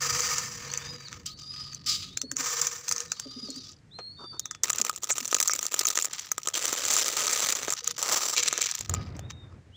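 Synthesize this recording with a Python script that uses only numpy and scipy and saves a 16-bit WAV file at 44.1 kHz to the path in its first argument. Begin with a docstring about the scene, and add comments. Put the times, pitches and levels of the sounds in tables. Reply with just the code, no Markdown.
"""Handfuls of grain, scooped from a steel bowl, rattle into a plastic pipe feeder on gravel, then patter
on and around a camera lying on the ground. Each kernel is a crisp snap over a duller body; thousands make
a pour, coloured by the feeder's air column, the bowl and the camera's microphone port. Young birds peep
in long arched whistles and cluck softly in a brick pen, over a low outdoor drone.
At the end the camera is picked up and rumbles in the hand."""
import sys
import numpy as np
from scipy import signal
from scipy.fft import rfft, irfft
from scipy.io import wavfile
from scipy.ndimage import uniform_filter1d, map_coordinates

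SR = 44100
rng = np.random.default_rng(int(sys.argv[2]) if len(sys.argv) > 2 else 0)


def master(y):
    """Save y as 16-bit WAV."""
    cut = np.clip(np.atleast_2d(y).T, -1, 1)
    pcm = np.round(cut * 32767)  # scale
    wavfile.write(sys.argv[1], SR, pcm.astype(np.int16))


N = 430416
TAPS, LEAD = 4096, 220  # in samples: filter design size, and the noisy scuff's reach either side of a click
HZ = np.fft.rfftfreq(TAPS, 1 / SR)

# Grain levels are relative: each layer adds its own crisp and body trims.
# gushes of grain: t/s, swell/s, hold/s, run-out/s, crisp level/dB, body level/dB
FEEDER_CUES = [(0, 0.0028, .32, 0.36, -28.5, -37.5), (0.519, 0.12, 0.19, 0.43, -45.5, -47.5),
               (1.106, 0.014, 0.02, 0.1, -50, -52.5), (2.358, .04, .25, 0.24, -29.5, -41),
               (2.832, 0.068, 0.1, 0.2, -40, -49)]
SCOOP_CUES = [(1.258, 0.00092, 0.006, 0.071, -36, -42.5), (1.8607, 0.001, 0.017, 0.039, -28.5, -39.5),
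              (1.87, 0.02, 0.025, 0.11, -24.5, -34.5), (1.997, 0.013, 0.016, 0.14, -42.5, -44)]
STIR_CUES = [(1.366, 0.025, 0.02, 0.14, -49.5, -61), (1.473, 0.081, 0.05, 0.39, -48, -56.5),
             (3.132, 0.023, 0.33, .12, -55, -64.5), (3.38, .13, 0.18, 0.099, -51, -68.5),
             (8.902, 0.037, 0.047, 0.23, -56.5, -52.5)]
RUSTLE_CUES = [(6.105, 0.0034, 0.098, 0.19, -44.5, -49), (7.752, 0.013, 0.16, 0.094, -42.5, -49),
               (8.662, 0.0088, 0.063, 0.2, -39.5, -44.5), (9.292, .009, .004, 0.031, -47, -47)]
# flow of grain at the camera: t/s, crisp level/dB, body level/dB
TRICKLE_ENVELOPE = [(4.64, -37.5, -40.5), (4.69, -43, -45), (4.89, -44.5, -46.5), (4.94, -52, -57),
                    (5.015, -52.5, -64), (5.07, -40.5, -44.5), (5.25, -42, -51), (5.70, -44, -51),
                    (5.82, -37.5, -41.5), (6.04, -39.5, -53.5), (6.075, -55, -53), (6.25, -53, -67),
                    (6.35, -69.5, -71), (6.46, -48.5, -55), (6.53, -59, -54)]
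POUR_ENVELOPE = [(6.535, -35, -66), (6.541, -30.5, -38.5), (6.813, -33, -39.5), (6.953, -23.5, -35),
                 (7.145, -33, -39.5), (7.161, -28.5, -35.5), (7.527, -27, -35.5), (7.533, -35, -40.5),
                 (7.673, -36, -40.5), (7.71, -34.5, -40), (7.76, -49, -55)]
LAST_POUR_ENVELOPE = [(7.98, -34, -43), (8.056, -33, -36.5), (8.13, -25.5, -31.5), (8.196, -30, -37),
                      (8.35, -31, -41)]
SLIDE_ENVELOPE = [(8.35, -29, -41), (8.368, -24.5, -33.5), (8.462, -32, -37), (8.484, -25, -35.5),
                  (8.494, -36, -38.5), (8.565, -40, -41.5), (8.622, -28, -37), (8.67, -31, -42)]
# single kernels landing: t/s, crisp level/dB, body level/dB
STRAY_CUES = [(0.2039, -19, -39), (0.381, -22, -29), (0.7158, -29, -51), (0.7354, -23.5, -27),
              (0.7736, -23, -28), (1.083, -49, -34.5), (1.1268, -36, -31.5), (1.73, -40, -37),
              (1.746, -29.5, -60), (2.1717, -22, -22.5), (2.2155, -19, -27), (2.3146, -22.5, -28.5),
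              (2.3665, -19.5, -33), (2.615, -15.5, -43), (2.6687, -18.5, -47), (2.8808, -23, -27),
              (2.8906, -20, -39), (2.9112, -21.5, -23.5), (2.9222, -17.5, -31), (2.9618, -26, -30.5),
              (2.9805, -22.5, -32), (3.002, -23.5, -27), (3.1184, -17, -24.5), (3.1974, -27, -31),
              (3.5024, -31, -69), (3.5608, -36.5, -48.5), (3.7164, -46, -64.5), (4.4556, -28, -30.5),
              (4.5104, -26, -28), (4.5486, -43, -33.5), (9.165, -46, -56)]
CAMERA_HIT_CUES = [(1.2633, -19.5, -55), (4.395, -10, -43), (4.6344, -3.5, -30), (4.6385, -9.5, -37),
                   (4.6965, -13, -33.5), (4.7009, -6.5, -21), (4.7302, -13, -50), (4.7587, -15, -49),
                   (4.7841, -10.5, -33), (4.8142, -3.5, -29), (4.8487, -10.5, -27.5), (4.8645, -19, -42),
                   (4.8953, -11.5, -17), (4.9608, -16.5, -42), (5.0333, -16, -32), (5.042, -9.5, -35.5),
                   (5.1025, -16, -21.5), (5.1093, -22, -25.5), (5.181, -11.5, -25.5), (5.2534, -14, -38),
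                   (5.2773, -13, -42), (5.3137, -13.5, -46), (5.3273, -15.5, -17.5), (5.3445, -2.5, -35),
                   (5.3475, -9.5, -21), (5.3655, -11.5, -24.5), (5.4014, -4.5, -23.5),
                   (5.4118, -9.5, -25.5), (5.4269, -6.5, -30.5), (5.4755, -8, -38), (5.4805, -5, -31),
                   (5.4956, -22, -18.5), (5.534, -6, -28.5), (5.5607, -15, -35), (5.5909, -11, -29),
                   (5.6281, -10.5, -33), (5.6535, -16, -30.5), (5.665, -9.5, -49), (5.7415, -7, -22.5),
                   (5.7919, -3, -33), (5.853, -7, -23), (5.8687, -6.5, -42), (5.8845, -9, -38),
                   (5.9027, -8.5, -28), (5.9547, -14, -35), (5.974, -6.5, -19.5), (5.9878, -7.5, -22),
                   (6.0229, -8.5, -37), (6.0455, -10, -29.5), (6.0532, -10, -34.5), (6.1317, -14.5, -38),
                   (6.1946, -16.5, -54), (6.3165, -6, -25), (6.38, -12.5, -23.5), (6.432, -20.5, -48),
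                   (6.4725, -10, -22), (6.4855, -9.5, -26.5), (6.5422, -12.5, -36), (6.6536, -5, -29),
                   (6.6792, -11, -36), (6.7284, -9.5, -26), (6.8511, -8.5, -28), (6.903, -13, -26),
                   (6.9362, -8.5, -47), (6.9654, -6, -24), (7.0811, -9, -28), (7.2676, -8, -30),
                   (7.3299, -8, -46), (7.4954, -14, -30), (7.5225, -9.5, -45), (7.5516, -10.5, -57),
                   (7.6813, -16, -32), (7.7031, -9.5, -43), (7.7233, -10, -26.5), (7.7352, -11, -30),
                   (7.8431, -18, -41), (7.8755, -6.5, -29), (7.9104, -15, -36), (8.0268, -10.5, -26.5),
                   (8.1231, -6.5, -32), (8.4325, -8, -46.5), (8.4832, -12, -41), (8.5272, -9.5, -27),
                   (8.5771, -9.5, -24), (8.6159, -8, -46), (8.6588, -11, -32), (8.7122, -10, -55),
                   (8.7519, -12.5, -41), (8.7892, -20, -40.5), (8.8084, -15.5, -35), (8.8951, -12.5, -29),
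                   (8.9382, -13, -24.5), (8.947, -20, -31), (9.1929, -27, -66)]
# whistles, one contour per call: t/s, f/Hz, level/dB
PEEP_CONTOURS = [
    [(.655, 3530, -57), (.7, 4392, -47), (.82, 4710, -61), (.9, 4970, -41), (.99, 4670, -58),
     (1.055, 4760, -48), (1.09, 3320, -48)],
    [(.79, 3460, -54), (.93, 3920, -58), (1.08, 3880, -64)],
    [(1.28, 3560, -50), (1.325, 4480, -52), (1.4, 4630, -55), (1.5, 4930, -42.5), (1.64, 4970, -44),
     (1.69, 4770, -52), (1.75, 4470, -49), (1.78, 3650, -55)],
    [(1.4, 3700, -62), (1.7, 3740, -64)],
    [(2.08, 3300, -59), (2.2, 4300, -53.5), (2.35, 4480, -52)],
    [(3.08, 3720, -52), (3.17, 4595, -57.5), (3.31, 4800, -46.5), (3.45, 4930, -45.5), (3.495, 4280, -46),
     (3.535, 4300, -50), (3.575, 4950, -41), (3.63, 3700, -64)],
    [(3.25, 3610, -62), (3.6, 3840, -60), (3.68, 3320, -57)],
    [(3.905, 3200, -58), (3.94, 4100, -49.5), (4.0, 4264, -45.5), (4.1, 4270, -45.5), (4.155, 4490, -57),
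     (4.285, 4650, -45.5), (4.35, 4510, -52), (4.42, 4470, -61), (4.48, 3200, -46)],
    [(4.165, 3700, -52), (4.3, 3530, -59), (4.44, 3730, -60.5), (4.56, 3410, -55)],
    [(9.2, 3500, -65.5), (9.3, 3760, -58.5), (9.46, 3650, -61)],
    [(9.72, 2700, -68), (9.77, 3700, -52)],
]
# soft low clucks: t/s, f/Hz, level/dB
CLUCK_CUES = [(2.232, 251, -39.5), (2.316, 271, -41), (2.389, 277, -41), (3.255, 274, -41),
              (3.36, 248, -39), (3.425, 235, -38.5), (3.486, 274, -38), (3.562, 260, -40),
              (4.794, 224, -42), (5.212, 249, -45.5)]
# dull knocks on the camera: t/s, peak level/dB, decay/s
KNOCK_CUES = [(3.988, -29, 0.01), (6.728, -21, .003), (7.681, -18.5, 0.0028), (8.528, -20.5, 0.0018),
              (8.586, -28, 0.0065), (9.192, -32, 0.0027)]
# soft rubs on the camera: t/s, length/s, level/dB
SCUFF_CUES = [(4.177, 0.099, -46.5), (4.309, 0.07, -50), (9.404, 0.18, -64.5)]
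# kernels that ring the feeder: t/s, level/dB
PIPE_TAP_CUES = [(4.85, -43), (7.819, -47), (7.881, -41.5), (8.39, -38), (8.575, -45)]
# partials of squeaking kernels: t/s, length/s, f/Hz, level/dB
SQUEAK_PARTIALS = [(5.503, 0.048, 2260, -39), (5.501, 0.026, 5700, -23), (5.1, 0.037, 7200, -23),
                   (6.532, 0.041, 3270, -32.5)]
# fader rides of the yard's drone and the handling rumble: t/s, level/dB
DRONE_RIDE = [(0, -43.5), (.5, -40.5), (1.7, -49), (2.1, -44), (2.7, -54), (3.3, -49), (4.1, -49.5),
              (5, -56.5), (8.7, -54)]
RUMBLE_RIDE = [(8.8, -51), (8.88, -49), (8.9, -32.5), (9.3, -42.5), (9.76, -57)]

# tone curves of the contacts and noise beds: f/Hz, relative level/dB
FEEDER_EQ = [(100, -28), (300, -20.5), (680, -13), (1150, -0.5), (2100, -6.5), (3500, -6.5), (4600, 1),
             (6000, 6.5), (7600, 1.5), (8700, -6.5), (16000, -15.5)]
YARD_EQ = [(25, -27.5), (55, -11.5), (90, -3.5), (140, -3), (200, -8.5), (450, -6.5), (800, -12),
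           (1250, -13), (1750, -10.5), (2900, -18.5), (7300, -21), (10000, -33), (16000, -51.5)]
GRAVEL_EQ = [(200, -37.5), (700, -23), (1300, -6.5), (2200, -11), (3200, -14), (4700, -2.5), (6500, 5),
             (8700, -8.5), (12500, -21), (16000, -20)]
SCOOP_EQ = [(200, -44), (900, -23), (1250, -10.5), (1900, -6.5), (3200, 7), (4900, 9), (6400, 7), (8500, 0),
            (12500, -5), (16000, -13)]
CAMERA_EQ = [(90, -35.5), (280, -1.5), (500, 3.5), (750, -2.5), (1250, 5.5), (2600, -1.5), (4400, -2.5),
             (7000, 5), (8700, -4), (16000, -16)]
BOWL_EQ = [(200, -66), (800, -4.5), (1250, -1.5), (2000, 1), (3200, 0), (4800, -0.5), (6200, -5.5),
           (8000, -15.5), (10000, -22.5), (16000, -30)]
KNOCK_EQ = [(100, -16.5), (400, 3.5), (1300, -5), (4000, -13.5), (9000, -37), (16000, -55)]
SCUFF_EQ = [(100, -9), (350, 3.5), (700, -9), (1300, 6), (2000, -31), (5000, -14), (16000, -56)]
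GROUND_EQ = [(90, -31), (250, -5.5), (500, 1.5), (750, -4), (1200, 1.5), (3300, -4), (7500, -5.5),
             (8700, -12), (12500, -17.5), (16000, -20.5)]
RUMBLE_EQ = [(25, -35), (86, 1.5), (152, -9.5), (400, -23), (1000, -33.5), (2300, -38), (7000, -74)]
# resonances: f/Hz, width/Hz, lift/dB
PORT_PEAKS = [(1251, 90, 8), (6037, 1200, 9.5), (7357, 1060, 10), (15040, 920, 17.5)]  # camera body and microphone port
FEEDER_PEAKS = [(484.6, 63, 22), (1797, 120, 8.5), (2300, 280, 6.5), (4800, 290, 6.5)]  # air in the pipe
BOWL_PEAKS = [(1227, 133, 17.5), (3040, 40, 7.5), (3824, 61, 9.3), (4850, 1170, 13)]  # steel damped by grain
CASE_PEAKS = [(1260, 430, 2.5)]  # the camera's case under a direct hit
HOLLOW_PEAKS = [(1150, 1000, 6)]  # hollow ring under the last pour
SLIDE_PEAKS = [(483, 52, 7), (2240, 530, 8), (3700, 7400, 15.5)]  # the feeder pipe's hollow note and the sliding heap's rasp


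def amp(db):
    """Decibels to gain."""
    return 10 ** (np.asarray(db) / 20)


def curve(points, hz):
    """Reads a tone curve on a log-frequency axis."""
    f, db = np.transpose(points)
    return np.interp(np.log(hz + 1), np.log(f + 1), db)


def add(mix, s, sound):
    """Mixes a sound in at time s."""
    part = mix[max(round(s * SR), 0):][:len(sound)]
    part += sound[:len(part)]


def wander(t, per_s):
    """Smooth random drift of about unit size."""
    return map_coordinates(rng.standard_normal(2048), [t * per_s], order=3, mode="wrap")


def noise(eq):
    """Steady noise of rms 1 with the given tone curve."""
    gain = amp(curve(eq, np.fft.rfftfreq(N, 1 / SR)))
    bed = irfft(rfft(rng.standard_normal(N)) * gain, N)
    return bed / np.sqrt(np.mean(bed ** 2))


def colour(eq, peaks=()):
    """A tone curve in dB, lifted by the microphone port's resonances and any others given."""
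    lift = sum(db / (1 + (2 * (HZ - hz) / width) ** 2) for hz, width, db in [*PORT_PEAKS, *peaks])
    return curve(eq, HZ) + lift


def ring(tone):
    """Minimum-phase impulse response of unit energy for a dB curve."""
    cepstrum = irfft(np.maximum(tone, -90) * np.log(10) / 20)
    cepstrum[1:TAPS // 2] *= 2
    cepstrum[TAPS // 2 + 1:] = 0
    response = irfft(np.exp(rfft(cepstrum)))[:TAPS // 2]
    return response / np.linalg.norm(response)


def contact(tone, variety_db, scuff_db, scuff_s, split_hz=3500):
    """One kernel's crisp snap and duller body; a brief noisy scuff around the click softens its attack."""
    tone = tone + variety_db * np.tanh(wander(np.sqrt(HZ), 0.1622))
    treble = (HZ / split_hz) ** 8 + 1e-9  # crossover: treble power over body power
    scuff = rng.standard_normal(2 * LEAD) * np.exp(-abs(np.arange(-LEAD, LEAD)) / (scuff_s * SR))
    force = amp(scuff_db) * scuff / np.linalg.norm(scuff)
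    force[LEAD] += 1  # the click itself
    bands = [ring(tone + 10 * np.log10(share / (1 + treble))) for share in (treble, 1)]
    parts = [signal.fftconvolve(force, band) for band in bands]
    return [part / np.linalg.norm(part) for part in parts]


def shower(flows, tone, per_s, crowding, spread_db, crisp_db, body_db, variety_db, scuff_db,
           clump_db=5, timbres=20):
    """Each flow is a shower of contacts of unequal size; a stronger flow holds more of them."""
    out = np.zeros(N)
    for flow in flows:
        s, crisp, body = np.transpose(flow)
        t = np.arange(s[0], s[-1], 1 / SR)
        rate = per_s * amp(crowding * (np.interp(t, s, crisp) + 30) + clump_db * wander(t, 110))
        at = np.flatnonzero(rng.random(len(t)) < rate / SR)
        chance, weight, kind = rng.random((len(at), 3)).T
        polarity = np.where(kind * timbres % 1 < .5, -1, 1)
        size = polarity * amp(spread_db * np.minimum(-np.log(chance), 4))
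        sound, trains = np.zeros(len(t) + TAPS), []
        for level, sizes in ((crisp + crisp_db, size), (body + body_db, size * amp(2 * weight))):
            # the contacts of each moment share that moment's energy
            power = uniform_filter1d(np.bincount(at, sizes ** 2, len(t)), size=3200)
            trains.append(sizes / np.sqrt(power[at]) * amp(np.interp(t[at], s, level)))
        for timbre in range(timbres):
            chosen = (kind * timbres).astype(int) == timbre
            for sizes, response in zip(trains, contact(tone, variety_db, scuff_db, scuff_s=0.0021)):
                blows = np.bincount(at, sizes * chosen, len(sound))
                sound += signal.oaconvolve(blows, response)[:len(sound)]
        add(out, s[0] - LEAD / SR, sound)
    return out


def gushes(cues, swell_db=14, run_out_db=20):
    """Flows that swell, hold and run out, each as rows of t/s, crisp level/dB, body level/dB."""
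    for start, swell, hold, run_out, crisp, body in cues:
        times = start + np.cumsum([0, swell, hold, run_out])
        yield [(s, crisp - dip, body - dip) for s, dip in zip(times, (swell_db, 0, 0, run_out_db))]


def kernels(cues, tone, skip_s, skip_gain, crisp_db, body_db, variety_db, scuff_db, scuff_s, skips=4):
    """Each kernel strikes, then skips a few times within milliseconds."""
    out = np.zeros(N)
    for s, peak, thud in cues:
        snap, body = contact(tone, variety_db, scuff_db, scuff_s)
        late = rng.uniform(0.092, 2, skips)
        strength = skip_gain * np.exp(-.6 * late) * rng.uniform(-2.5, 1, skips)
        blows = np.bincount((late * skip_s * SR).astype(int), strength)
        blows[0] = 1
        snap = signal.fftconvolve(blows, snap)
        body = signal.fftconvolve(blows ** 3, body)  # light skips hardly stir the body
        start = s + 0.001038 - LEAD / SR
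        add(out, start, amp(peak + crisp_db) * snap / abs(snap).max())
        add(out, start, amp(thud + body_db) * body / np.linalg.norm(body))
    return out


def feeder_fill():
    """Grain rattles into the plastic pipe, whose air column gives it a hollow note."""
    return shower(gushes(FEEDER_CUES), colour(FEEDER_EQ, FEEDER_PEAKS), per_s=5000, crowding=.7,
                  spread_db=3, crisp_db=-3, body_db=4, variety_db=5, scuff_db=4, timbres=12)


def yard(hum_hz=138):
    """Outdoor bed: a low drone that swells, a wavering hum that dies away, and a faint steady hiss."""
    t, air = np.arange(N) / SR, noise(YARD_EQ)
    drone = signal.sosfiltfilt(signal.butter(2, 250, fs=SR, output="sos"), air)
    level = amp(np.interp(t, *np.transpose(DRONE_RIDE)) + 0.5 + 3 * wander(t, 14))
    phase = 2 * np.pi * np.cumsum(hum_hz * (1 + 0.018 * wander(t, 11))) / SR
    hum = np.sin(phase) * amp(-48.5 - 5.2 * t + 2.2 * wander(t, 3.26))
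    return drone * level + hum + (air - drone) * amp(-67)


def stray_kernels():
    """Lone kernels tick and skitter into the feeder or onto gravel."""
    return kernels(STRAY_CUES, colour(GRAVEL_EQ), skip_s=0.0011, skip_gain=5.7,
                   crisp_db=7, body_db=17.5, variety_db=0, scuff_db=4.5, scuff_s=0.00094)


def peeps(quaver=0.00607, quaver_hz=59.7):
    """Young birds whistle thin, quavering arches with a faint octave."""
    out = np.zeros(N)
    for call in PEEP_CONTOURS:
        s, hz, db = np.transpose(call)
        t = np.arange(s[0], s[-1], 1 / SR)
        pitch = uniform_filter1d(np.interp(t, s, hz), size=1100)
        pitch *= 1 + quaver * wander(t, quaver_hz) + 0.0055 * wander(t, 600)
        phase = 2 * np.pi * np.cumsum(pitch) / SR
        level = amp(np.interp(t, s, db) + 3.1 * wander(t, quaver_hz)) * signal.windows.tukey(len(t), .06)
        add(out, s[0], np.sqrt(2) * level * (np.sin(phase) + amp(-28) * np.sin(2 * phase)))
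    return out


def scoops():
    """The hand digs into the steel bowl with a dense, bright crunch."""
    return shower(gushes(SCOOP_CUES), colour(SCOOP_EQ, BOWL_PEAKS), per_s=6900, crowding=.19,
                  spread_db=-3, crisp_db=-3, body_db=3, variety_db=6, scuff_db=-6, timbres=10)


def camera_hits():
    """The loudest kernels crack on or beside the camera and briefly ring its case."""
    return kernels(CAMERA_HIT_CUES, colour(CAMERA_EQ, CASE_PEAKS), skip_s=.003, skip_gain=.39,
                   crisp_db=-1.45, body_db=17, variety_db=2.5, scuff_db=-2, scuff_s=0.00071)


def stirs():
    """The hand stirs kernels softly against the grain-damped bowl."""
    return shower(gushes(STIR_CUES), colour(BOWL_EQ, BOWL_PEAKS), per_s=2200, crowding=.6,
                  spread_db=-2, crisp_db=3, body_db=5, variety_db=5, scuff_db=3.5, timbres=10)


def clucks(attack_s=0.01):
    """Soft bird clucks: a low falling note with a hoarse edge."""
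    out, t = np.zeros(N), np.arange(SR // 10) / SR
    envelope = (t / attack_s * np.exp(1 - t / attack_s)) ** 2
    for s, hz, db in CLUCK_CUES:
        pitch = hz * (1.06 - 4.53 * t + 0.053 * wander(t, 228))
        phase = 2 * np.pi * np.cumsum(pitch) / SR
        rasp = 0.4 * wander(t, 135) * np.sin(1.8 * phase) * np.exp(-t / 0.027)
        add(out, s, amp(db) * (envelope * np.sin(phase) + rasp))
    return out


def knocks():
    """Fingers or clumps of grain thump the camera's body."""
    out, t = np.zeros(N), np.arange(SR // 10) / SR
    body = ring(colour(KNOCK_EQ))
    for s, db, decay in KNOCK_CUES:
        knock = signal.fftconvolve(rng.standard_normal(len(t)) * np.exp(-t / decay), body)
        add(out, s, amp(db) * knock / abs(knock).max())
    return out


def scuffs():
    """The camera rubs in soft, uneven swishes as it is moved."""
    out, body = np.zeros(N), ring(curve(SCUFF_EQ, HZ))
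    for s, length, db in SCUFF_CUES:
        t = np.arange(0, length, 1 / SR)
        rub = rng.standard_normal(len(t)) * np.sin(np.pi * t / length) * amp(4 * wander(t, 130))
        add(out, s, amp(db) * signal.fftconvolve(rub, body))
    return out


def trickle():
    """Grain dribbles from the fist onto the ground in sparse clumps."""
    return shower([TRICKLE_ENVELOPE], colour(GROUND_EQ), per_s=800, crowding=.35, clump_db=7,
                  spread_db=5, crisp_db=3, body_db=2.5, variety_db=6, scuff_db=-2)


def pipe_taps(hz=477, t60=0.18, attack_s=0.0046):
    """A kernel that lands on the feeder sets its air column ringing."""
    out, t = np.zeros(N), np.arange(SR // 5) / SR
    for s, db in PIPE_TAP_CUES:
        add(out, s, amp(db - 60 * t / t60) * np.sin(2 * np.pi * hz * t) * np.minimum(t / attack_s, 1))
    return out


def squeaks(jitter=0.077, roughness=.55):
    """Kernels pressed together stick and slip in short, rough tones."""
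    out = np.zeros(N)
    for s, length, hz, db in SQUEAK_PARTIALS:
        t = np.arange(0, length, 1 / SR)
        phase = 2 * np.pi * np.cumsum(hz * (1 + jitter * wander(t, 2200))) / SR
        envelope = signal.windows.tukey(len(t)) * (1 + roughness * wander(t, 700))
        add(out, s, amp(db) * envelope * np.sin(phase))
    return out


def rustles():
    """Loose grain skids and rustles to rest."""
    return shower(gushes(RUSTLE_CUES), colour(BOWL_EQ), per_s=1800, crowding=.57,
                  spread_db=6.5, crisp_db=2, body_db=1, variety_db=0, scuff_db=2, timbres=10)


def pours():
    """Two full pours pelt the ground right at the microphone, the last with a hollow ring."""
    first = shower([POUR_ENVELOPE], colour(GROUND_EQ), per_s=2800, crowding=.61,
                   spread_db=6, crisp_db=-1, body_db=-.5, variety_db=6, scuff_db=-5.5)
    last = shower([LAST_POUR_ENVELOPE], colour(GROUND_EQ, HOLLOW_PEAKS), per_s=2800, crowding=.7,
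                  spread_db=4.5, crisp_db=0, body_db=-.5, variety_db=6, scuff_db=-13)
    return first + last


def heap_slide():
    """The heap rasps over the camera as it buries it."""
    return shower([SLIDE_ENVELOPE], colour(GROUND_EQ, SLIDE_PEAKS), per_s=2000, crowding=.8,
                  spread_db=6, crisp_db=0, body_db=-2, variety_db=6, scuff_db=-3)


def handling_rumble():
    """The camera rumbles unevenly in the hand as it is lifted."""
    t = np.arange(N) / SR
    ride_db = np.interp(t, *np.transpose(RUMBLE_RIDE), left=-120)
    return noise(RUMBLE_EQ) * amp(ride_db + 2.7 * wander(t, 25))


def pen(x, t60, wet_db):
    """The pen's brick walls throw back a short, thin tail."""
    t = np.arange(SR // 2) / SR
    echoes = rng.standard_normal(len(t)) * (rng.random(len(t)) < .06)
    tail = echoes * amp(-60 * t / t60) * (t > .003)
    return x + amp(wet_db) * signal.oaconvolve(x, tail / np.linalg.norm(tail))[:N]


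def scene():
    """Mono mix: close grain is nearly dry; feeder, bowl and birds carry more of the pen."""
    ahead = pen(stray_kernels() + feeder_fill() + stirs() + scoops(), t60=0.061, wet_db=-12.5)
    close = camera_hits() + trickle() + pours() + heap_slide() + rustles() + squeaks() + pipe_taps()
    close = pen(close, t60=0.097, wet_db=-24)
    birds = pen(peeps() + clucks(), t60=0.24, wet_db=-5)
    return (ahead + close + birds + handling_rumble() + knocks() + scuffs() + yard())[None]


def record(dry):
    """A steep low-pass trims the very top of the treble."""
    lowpass = signal.firwin(161, cutoff=15900, window=("kaiser", 8), fs=SR)
    return signal.oaconvolve(dry, lowpass[None], "same")


dry = scene()
out = record(dry)
master(out)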